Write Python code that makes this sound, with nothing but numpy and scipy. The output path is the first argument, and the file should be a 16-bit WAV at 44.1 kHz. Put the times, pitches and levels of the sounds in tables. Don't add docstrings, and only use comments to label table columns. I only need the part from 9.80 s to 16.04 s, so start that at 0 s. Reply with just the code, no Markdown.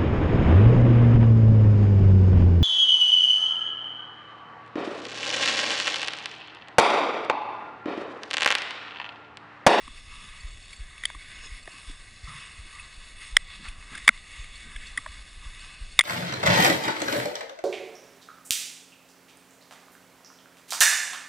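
import sys
import numpy as np
from scipy import signal
from scipy.fft import rfft, irfft
from scipy.io import wavfile
from scipy.ndimage import uniform_filter1d

SR = 44100
rng = np.random.default_rng(int(sys.argv[2]) if len(sys.argv) > 2 else 0)


def volts(x):
    e = np.asarray(x, float) / 20
    return 10 ** e


def transcribe(u):
    v = np.clip(np.atleast_2d(u).T, -1, 1)
    q = np.round(v * 32767).astype(np.int16)
    wavfile.write(sys.argv[1], SR, q)


N = 275184
TIME = np.arange(N) / SR


def unit(x):
    return x / np.sqrt(np.mean(x ** 2))


def band(x, lo_hz, hi_hz, order=2):
    return signal.sosfilt(signal.butter(order, [lo_hz, hi_hz], "band", fs=SR, output="sos"), x)


def walk(rate):
    k = max(int(SR / rate), 1)
    held = np.repeat(rng.standard_normal(N)[:N // k + 1], k)
    return 1.3 * uniform_filter1d(uniform_filter1d(held, k), k)[:N]


def bump(s, length):
    return np.exp(-(2 * (TIME - s) / length) ** 2)


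def add(out, s, piece):
    i = int(s * SR)
    out[i:i + len(piece)] += piece[:len(out) - i]


def response(peaks, dips, size=4096):
    hz = np.arange(size // 2 + 1) * SR / size
    power = volts(-25) ** 2
    for f, width, db in peaks:
        power = power + volts(db) ** 2 / (1 + (2 * (hz - f) / width) ** 2) ** 2
    log_gain = np.log(power) / 2
    for f, width, db in dips:
        log_gain = log_gain + np.log(volts(db)) / (1 + (2 * (hz - f) / width) ** 2)
    fold = np.r_[1, 2 * np.ones(size // 2 - 1), 1, np.zeros(size // 2 - 1)]
    return irfft(np.exp(rfft(irfft(log_gain) * fold)))[:size // 2]


# (frequency [Hz], density [dB per Hz])
HISS_COLOUR = [(60, 0), (150, -11.5), (250, -14.5), (350, -17.5), (500, -19), (800, -17.5), (1000, -62),
               (3000, -64), (11000, -40)]


def hiss(db):
    hz = np.maximum(np.arange(N // 2 + 1) * SR / N, 1)
    colour_hz, colour_db = np.transpose(HISS_COLOUR)
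    colour = np.interp(np.log(hz), np.log(colour_hz), colour_db, left=-40)
    noise = unit(irfft(rfft(rng.standard_normal(N)) * volts(colour), N))
    return volts(db + 0.5 * walk(5)) * noise


# (time [s], peak level [dB], sway [Hz], decay [ms])
STRAP_BEATS = [(0.26, -34, 42.6, 24), (0.625, -22, 35, 19), (0.982, -22.5, 38.6, 36), (1.336, -29, 37, 22),
               (1.696, -27, 41.5, 45), (2.059, -25.5, 33.3, 49), (2.416, -26.5, 49, 27),
               (2.773, -30, 48.4, 27), (3.153, -30, 26.8, 49), (3.507, -23, 30.6, 44),
               (3.863, -25, 33.2, 31), (4.214, -32.5, 35.0, 15), (4.574, -25.5, 38.3, 30),
               (4.933, -26.5, 35.4, 41), (5.275, -32.5, 47, 75), (5.642, -23, 34.2, 27),
               (5.996, -23.5, 35.2, 39)]


def strap_beats():
    out, t = np.zeros(N), np.arange(8000) / SR
    pull_s = .021
    after = np.maximum(t - pull_s, 0)
    for s, db, hz, decay_ms in STRAP_BEATS:
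        turns = np.cumsum(hz * (.6 + 1.1 * np.exp(-after / .014))) / SR
        sway = -np.cos(2 * np.pi * (turns - np.interp(pull_s, t, turns)))
        rise = np.minimum(t / (pull_s + .005), 1) ** 3
        fade = np.exp(-np.maximum(after - .008, 0) / (decay_ms * 1e-3))
        add(out, s, volts(db - 6.5) * rise * fade * sway)
    return out


# (time [s], gust level [dB])
WIND_GUSTS = [(0.0, -51), (1.43, -54), (1.61, -50), (1.91, -57.5), (3.82, -50.5), (4.22, -53.5),
              (5.09, -49), (6.24, -51.5)]


def wind():
    wake_db, wake_after_s, wake_s = 3.5, 0.11, 0.044
    gust_db = np.interp(TIME, *np.transpose(WIND_GUSTS))
    wakes = sum(bump(s + wake_after_s, 2 * wake_s) for s, *_ in STRAP_BEATS)
    rumble_db = gust_db + 1.5 + wake_db * wakes + 1.7 * walk(25)
    flutter_db = -67 + 0.33 * (gust_db - gust_db.mean()) + 1.4 * walk(19) + 0.91 * walk(74)
    slow = band(rng.standard_normal(N), 12, 42)
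    quick = band(rng.standard_normal(N), 75, 180)
    return unit(slow) * volts(rumble_db) + unit(quick) * volts(flutter_db)


def small_metal(hits, modes):
    out, t = np.zeros(N), np.arange(4000) / SR
    swell = 1 - np.exp(-t / .004)
    for s, db in hits:
        ring = 0
        for f, t60, mode_db in modes:
            detune = 1 + .007 * rng.standard_normal(2)
            pair = np.sin(2 * np.pi * f * np.outer(detune, t)).mean(axis=0)
            ring = ring + volts(mode_db - 60 * t / t60) * pair
        add(out, s, volts(db - 6) * ring * swell)
    return out


# (time [s], peak level [dB])
TAG_TICKS = [(0.5511, -49), (0.6035, -30), (0.68, -39), (0.7078, -33), (0.7314, -37), (0.8235, -33),
             (0.852, -37), (0.88, -39), (0.9274, -29.5), (0.9624, -31.5), (0.9884, -35), (1.035, -45),
             (1.8264, -33.5), (1.9174, -34), (2.1114, -49), (2.4404, -32), (2.5955, -36), (3.8442, -37),
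             (3.8804, -39), (4.7544, -31), (5.0664, -29), (5.6814, -54), (5.8035, -32), (6.1205, -31)]
# (frequency [Hz], t60 [s], level [dB])
TAG_PARTIALS = [(4430, .05, 0), (7580, .04, -3)]


def collar_tags():
    return small_metal(TAG_TICKS, TAG_PARTIALS)


# (time [s], peak level [dB])
LINE_SNAPS = [(2.995, -23)]
# (frequency [Hz], t60 [s], level [dB])
SNAP_PARTIALS = [(2620, 0.041, 5.5), (9400, 0.065, -7)]


def line_snap():
    return small_metal(LINE_SNAPS, SNAP_PARTIALS)


# (centre [Hz], width [Hz], level [dB])
ICE_BANDS = [(5250, 300, 1.5), (6700, 330, 0.5), (1150, 200, -1.3), (366, 220, -6)]


def ice_streak():
    start_s, length_s, db, fade_s = 1.497, 0.23, -57.5, 0.054
    t = TIME - start_s
    gate = np.clip(np.minimum(t / 2, length_s - t) / fade_s, 0, 1)
    noise = rng.standard_normal(N) * volts(3.2 * walk(60))
    scrape = sum(volts(db + d) * unit(band(noise, f - w / 2, f + w / 2)) for f, w, d in ICE_BANDS)
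    return gate * scrape


# (time [s], level [dB], centre [Hz], width [Hz],
# decay [ms])
CRUST_RIDGES = [(2.472, -41, 1170, 220, 42), (2.473, -42, 124, 55, 54), (2.49, -55, 9500, 900, 160),
                (3.789, -47.5, 184, 150, 47), (3.844, -40, 1760, 1540, 31), (4.109, -47, 200, 210, 55),
                (4.124, -40.5, 1680, 1200, 33), (4.831, -51.5, 194, 130, 62), (1.93, -57, 268, 90, 31),
                (2.841, -55, 250, 110, 27), (3.543, -42, 1000, 600, 7), (4.751, -56, 5000, 5000, 25),
                (5.06, -49, 5100, 5000, 34.3), (5.03, -54, 210, 200, 25), (.42, -54, 140, 90, 70)]


def crust_ridges():
    out, t = np.zeros(N), np.arange(12000) / SR
    for s, db, hz, width, decay_ms in CRUST_RIDGES:
        noise = rng.standard_normal(len(t))
        burst = unit(band(noise, max(hz - width / 2, 20), hz + width / 2))
        swell = (1 - np.exp(-t / 0.0059)) * np.exp(-t / (decay_ms * 0.0011))
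        add(out, s, volts(db) * burst * swell)
    return out


# (frequency [Hz], width [Hz], level [dB])
MOUNT_MODES = [(627, 81, -12), (1290, 380, -5.5), (1600, 72, -31), (2112, 374, 11), (3474, 585, 11.5),
               (4770, 630, 13.5), (7040, 350, 1), (8630, 570, 3), (9954, 440, 3), (13900, 380, -38.5)]
# (frequency [Hz], width [Hz], gain [dB])
MOUNT_NOTCHES = [(5940, 170, 2), (4110, 350, -15)]


def knocks(rows, bright_db):
    out, t = np.zeros(N), np.arange(1500) / SR
    mount = response(MOUNT_MODES, MOUNT_NOTCHES)
    for s, db, hz, push_ms, crack_db in rows:
        noise = rng.standard_normal(len(t))
        u = t / (push_ms * 0.0012)
        push = u * np.exp(-u ** 2)
        tone = np.sin(2 * np.pi * hz * t)
        ring = np.convolve(push * (tone + 0.96 * noise), np.exp(-t * hz / 1.56) * tone)[:len(t)]
        ring = band(ring, 0.52 * hz, 17000, order=1)
        rough = band(noise, 600, 4200) + volts(bright_db) * band(noise, 4200, 16000)
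        crack = np.convolve(push * rough, mount)[:len(t)]
        thud = band(push * noise, 250, 900) + .3 * band(push, 250, 900)
        parts = (ring, 0), (crack, crack_db), (thud, -40.5)
        hit = sum(volts(part_db) * part / np.abs(part).max() for part, part_db in parts)
        add(out, s, volts(db) * hit / np.abs(hit).max())
    return out


# (time [s], peak level [dB], ring [Hz])
LASHING_CREAKS = [(.929, -34, 2270), (1.177, -35, 2620), (2.985, -37, 1980), (3.414, -35, 1896),
                  (3.883, -30, 2560), (4.15, -26, 1600), (4.175, -28, 1730), (4.64, -35.5, 2180)]


def lashing_creaks():
    push_ms, crack_db = 4.3, 3.5
    return knocks([(*row, push_ms, crack_db) for row in LASHING_CREAKS], bright_db=-2)


# (time [s], peak level [dB], ring [Hz], push [ms], crack over ring [dB])
SOFT_KNOCKS = [(0.077, -32, 1115, 1.9, 0), (.077, -44, 260, 2, -18), (1.8755, -45.5, 380, 1.2, -20),
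               (1.3, -45.5, 640, 1.5, -20), (1.2352, -22, 2010, 2.1, -2), (1.3, -28, 1600, 1.7, 6),
               (1.299, -36, 1000, 2.2, -6), (1.347, -33.5, 1130, 2.7, -1.5), (1.3488, -48, 298, 1.7, -15),
               (1.8745, -30.5, 1860, 1.5, -3), (1.877, -38, 680, 2.1, -7), (1.876, -34.5, 1110, 0.99, 1),
               (1.893, -41, 1720, .95, -3), (2.096, -38, 286, 1.4, -1), (4.959, -25.5, 1685, 4, 7.5),
               (5.182, -30, 1170, 3.3, -1), (5.181, -44, 275, 2.5, -20), (5.2602, -25.5, 1065, 2, -4),
               (5.262, -40.5, 630, 3.7, -32), (5.263, -26, 1780, 0.66, -14)]


def soft_knocks():
    return knocks(SOFT_KNOCKS, bright_db=-3)


# (time [s], peak level [dB], ring [Hz], push [ms], crack over ring [dB])
MOUNT_BLOWS = [(1.253, -13.5, 2010, 0.89, 7), (1.2536, -11, 3210, 1.74, 1.5), (1.253, -20, 4760, 1.6, -2),
               (3.5665, -4.5, 3190, .89, 1.5), (3.5671, -8.5, 5260, 0.95, -15),
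               (3.5678, 3, 2040, 1.26, -1.5), (4.2763, -11, 1170, 1.2, 7), (4.279, 4, 1955, 0.52, -2),
               (4.282, -14, 1700, 3.3, -3), (4.2894, 6.5, 2110, .8, 4), (4.2909, -2, 1457, 1.28, -16),
               (4.2893, -24.5, 220, 1.2, -18), (4.2787, -8, 1155, 1.12, -2.5),
               (4.2797, -6.5, 3447, 1.5, -2), (5.174, -15, 1770, 1.25, 4), (5.1759, -14.5, 1943, 2.7, -6),
               (6.1901, 3, 2095, 1.53, 1.5), (6.1909, -0.5, 3614, 1.2, -4), (6.1904, -25, 570, 1, -7),
               (6.197, -5, 2020, 1.7, -4), (6.1975, -14, 1150, 1.5, -12), (6.2087, -1, 1990, 1.04, 7),
               (6.2107, -14, 2030, 2.4, 24), (6.238, -22, 1330, 1.5, 0)]


def mount_blows():
    return knocks(MOUNT_BLOWS, bright_db=-2)


# (frequency [Hz], width [Hz], level [dB])
CASE_MODES = [(670, 150, -14), (1170, 300, -5), (1540, 140, -7), (1700, 160, -6), (1960, 240, -1),
              (2190, 170, 0), (2590, 200, -1), (2830, 300, -4), (3460, 230, -2), (3720, 300, -6),
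              (4120, 240, -11), (4480, 300, -10), (4850, 280, -13), (5370, 450, -13), (6580, 450, -13),
              (7130, 340, -16), (7580, 240, -15), (7900, 220, -17), (8330, 280, -13), (8530, 160, -9),
              (9150, 260, -16), (9400, 250, -14), (9820, 200, -14), (10080, 320, -16), (10900, 320, -25)]
# (frequency [Hz], width [Hz], depth [dB])
CASE_NOTCHES = [(1410, 80, -3), (2380, 100, -.3), (3130, 150, -.3), (6000, 250, -4), (8870, 150, -2.5),
                (9620, 120, -4), (10590, 120, -8)]
# (middle [s], length [s], lift [dB], weight on the runner [dB])
SNOW_PATCHES = [(.06, 0.18, 0, 4.5), (.24, .12, -4, -0.5), (.36, 0.25, 3, 2.5), (.58, 0.22, 1.5, 2.5),
                (.8, 0.23, -2, -0.5), (.96, .12, -1.5, 2.5), (1.14, 0.16, -1.1, 4), (1.62, 0.26, 2.5, -2.7),
                (1.84, 0.15, -2.4, 1.1), (2.38, 0.13, -1.3, -2.1), (2.57, 0.17, 5, 3), (2.72, 0.21, 2, 1.1),
                (3.02, 0.31, 2, 1), (3.431, 0.078, 6, -3), (3.6, 0.2, -2.5, 5.5), (3.73, 0.088, 4, 0),
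                (3.85, 0.11, 3.5, -2.5), (4.01, 0.23, -2, 5), (4.16, 0.1, 6.5, 0), (4.32, .14, 3.5, 3.5),
                (4.43, 0.13, -4, 3), (4.56, .16, 5, -1.8), (4.92, 0.065, 3, 2), (5.07, 0.11, 4, -5),
                (5.2, 0.28, 1.5, 1), (5.65, 0.073, 2, 3), (5.95, 0.56, 2.15, -2.5), (6.13, 0.19, -2.2, -1)]


def runners():
    lift = sum(db * bump(s, length) for s, length, db, _ in SNOW_PATCHES)
    weight = sum(load * bump(s, length) for s, length, _, load in SNOW_PATCHES)
    groan_db = -61.5 + 1.6 * lift + weight
    hiss_db = -50 + lift
    grit_db = -55 + 0.65 * lift - 0.2 * weight
    size = np.minimum(rng.exponential(size=N), 4)
    grains = rng.standard_normal(N) * (rng.random(N) < .02) * volts(3.0 * size)
    snow = rng.standard_normal(N) + volts(-7) * unit(grains)
    spectrum = rfft(signal.fftconvolve(snow, response(CASE_MODES, CASE_NOTCHES))[:N])
    hz = np.arange(N // 2 + 1) * SR / N
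    edges = (850, 1410, 1800, 2380, 3130, 3900, 4700, 6000, 7300, 8000, 8870, 9620, 14000)
    crunch = walk(30)
    parts = []
    for lo, hi in zip(edges, edges[1:]):
        drift_db = 1.1 * crunch + 1.3 * walk(6) + .8 * walk(25)
        parts.append(irfft(spectrum * (hz >= lo) * (hz < hi), N) * volts(drift_db))
    groan, rush, grit = parts[0], sum(parts[1:5]), sum(parts[5:])
    return volts(groan_db) * unit(groan) + volts(hiss_db) * unit(rush) + volts(grit_db) * unit(grit)


def scene():
    chest = hiss(-60.5) + strap_beats() + wind()
    ahead = collar_tags() + line_snap()
    frame = lashing_creaks() + soft_knocks() + mount_blows()
    mid = chest + ahead + frame + ice_streak() + crust_ridges() + runners()
    trace = hiss(-73)
    return mid + trace * np.array([[1], [-1]])


def top_cut(x):
    return signal.sosfilt(signal.butter(12, 10810, fs=SR, output="sos"), x)


def record(dry):
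    top_hz, duck_s = 11100, 0.019
    dull = signal.sosfilt(signal.ellip(8, .2, 45, top_hz, fs=SR, output="sos"), dry)
    excess = np.maximum(np.abs(dull[0]) - .5, 0)
    over = signal.lfilter([1], [1, -np.exp(-1 / (duck_s * SR))], excess)
    late = np.r_[np.zeros(200), over[:-200]]
    duck_db = -np.minimum(0.3 * late, 6.0)
    mix = np.clip(dull * volts(duck_db), -1, 1)
    return top_cut(mix)


dry = scene()
out = record(dry)
transcribe(out)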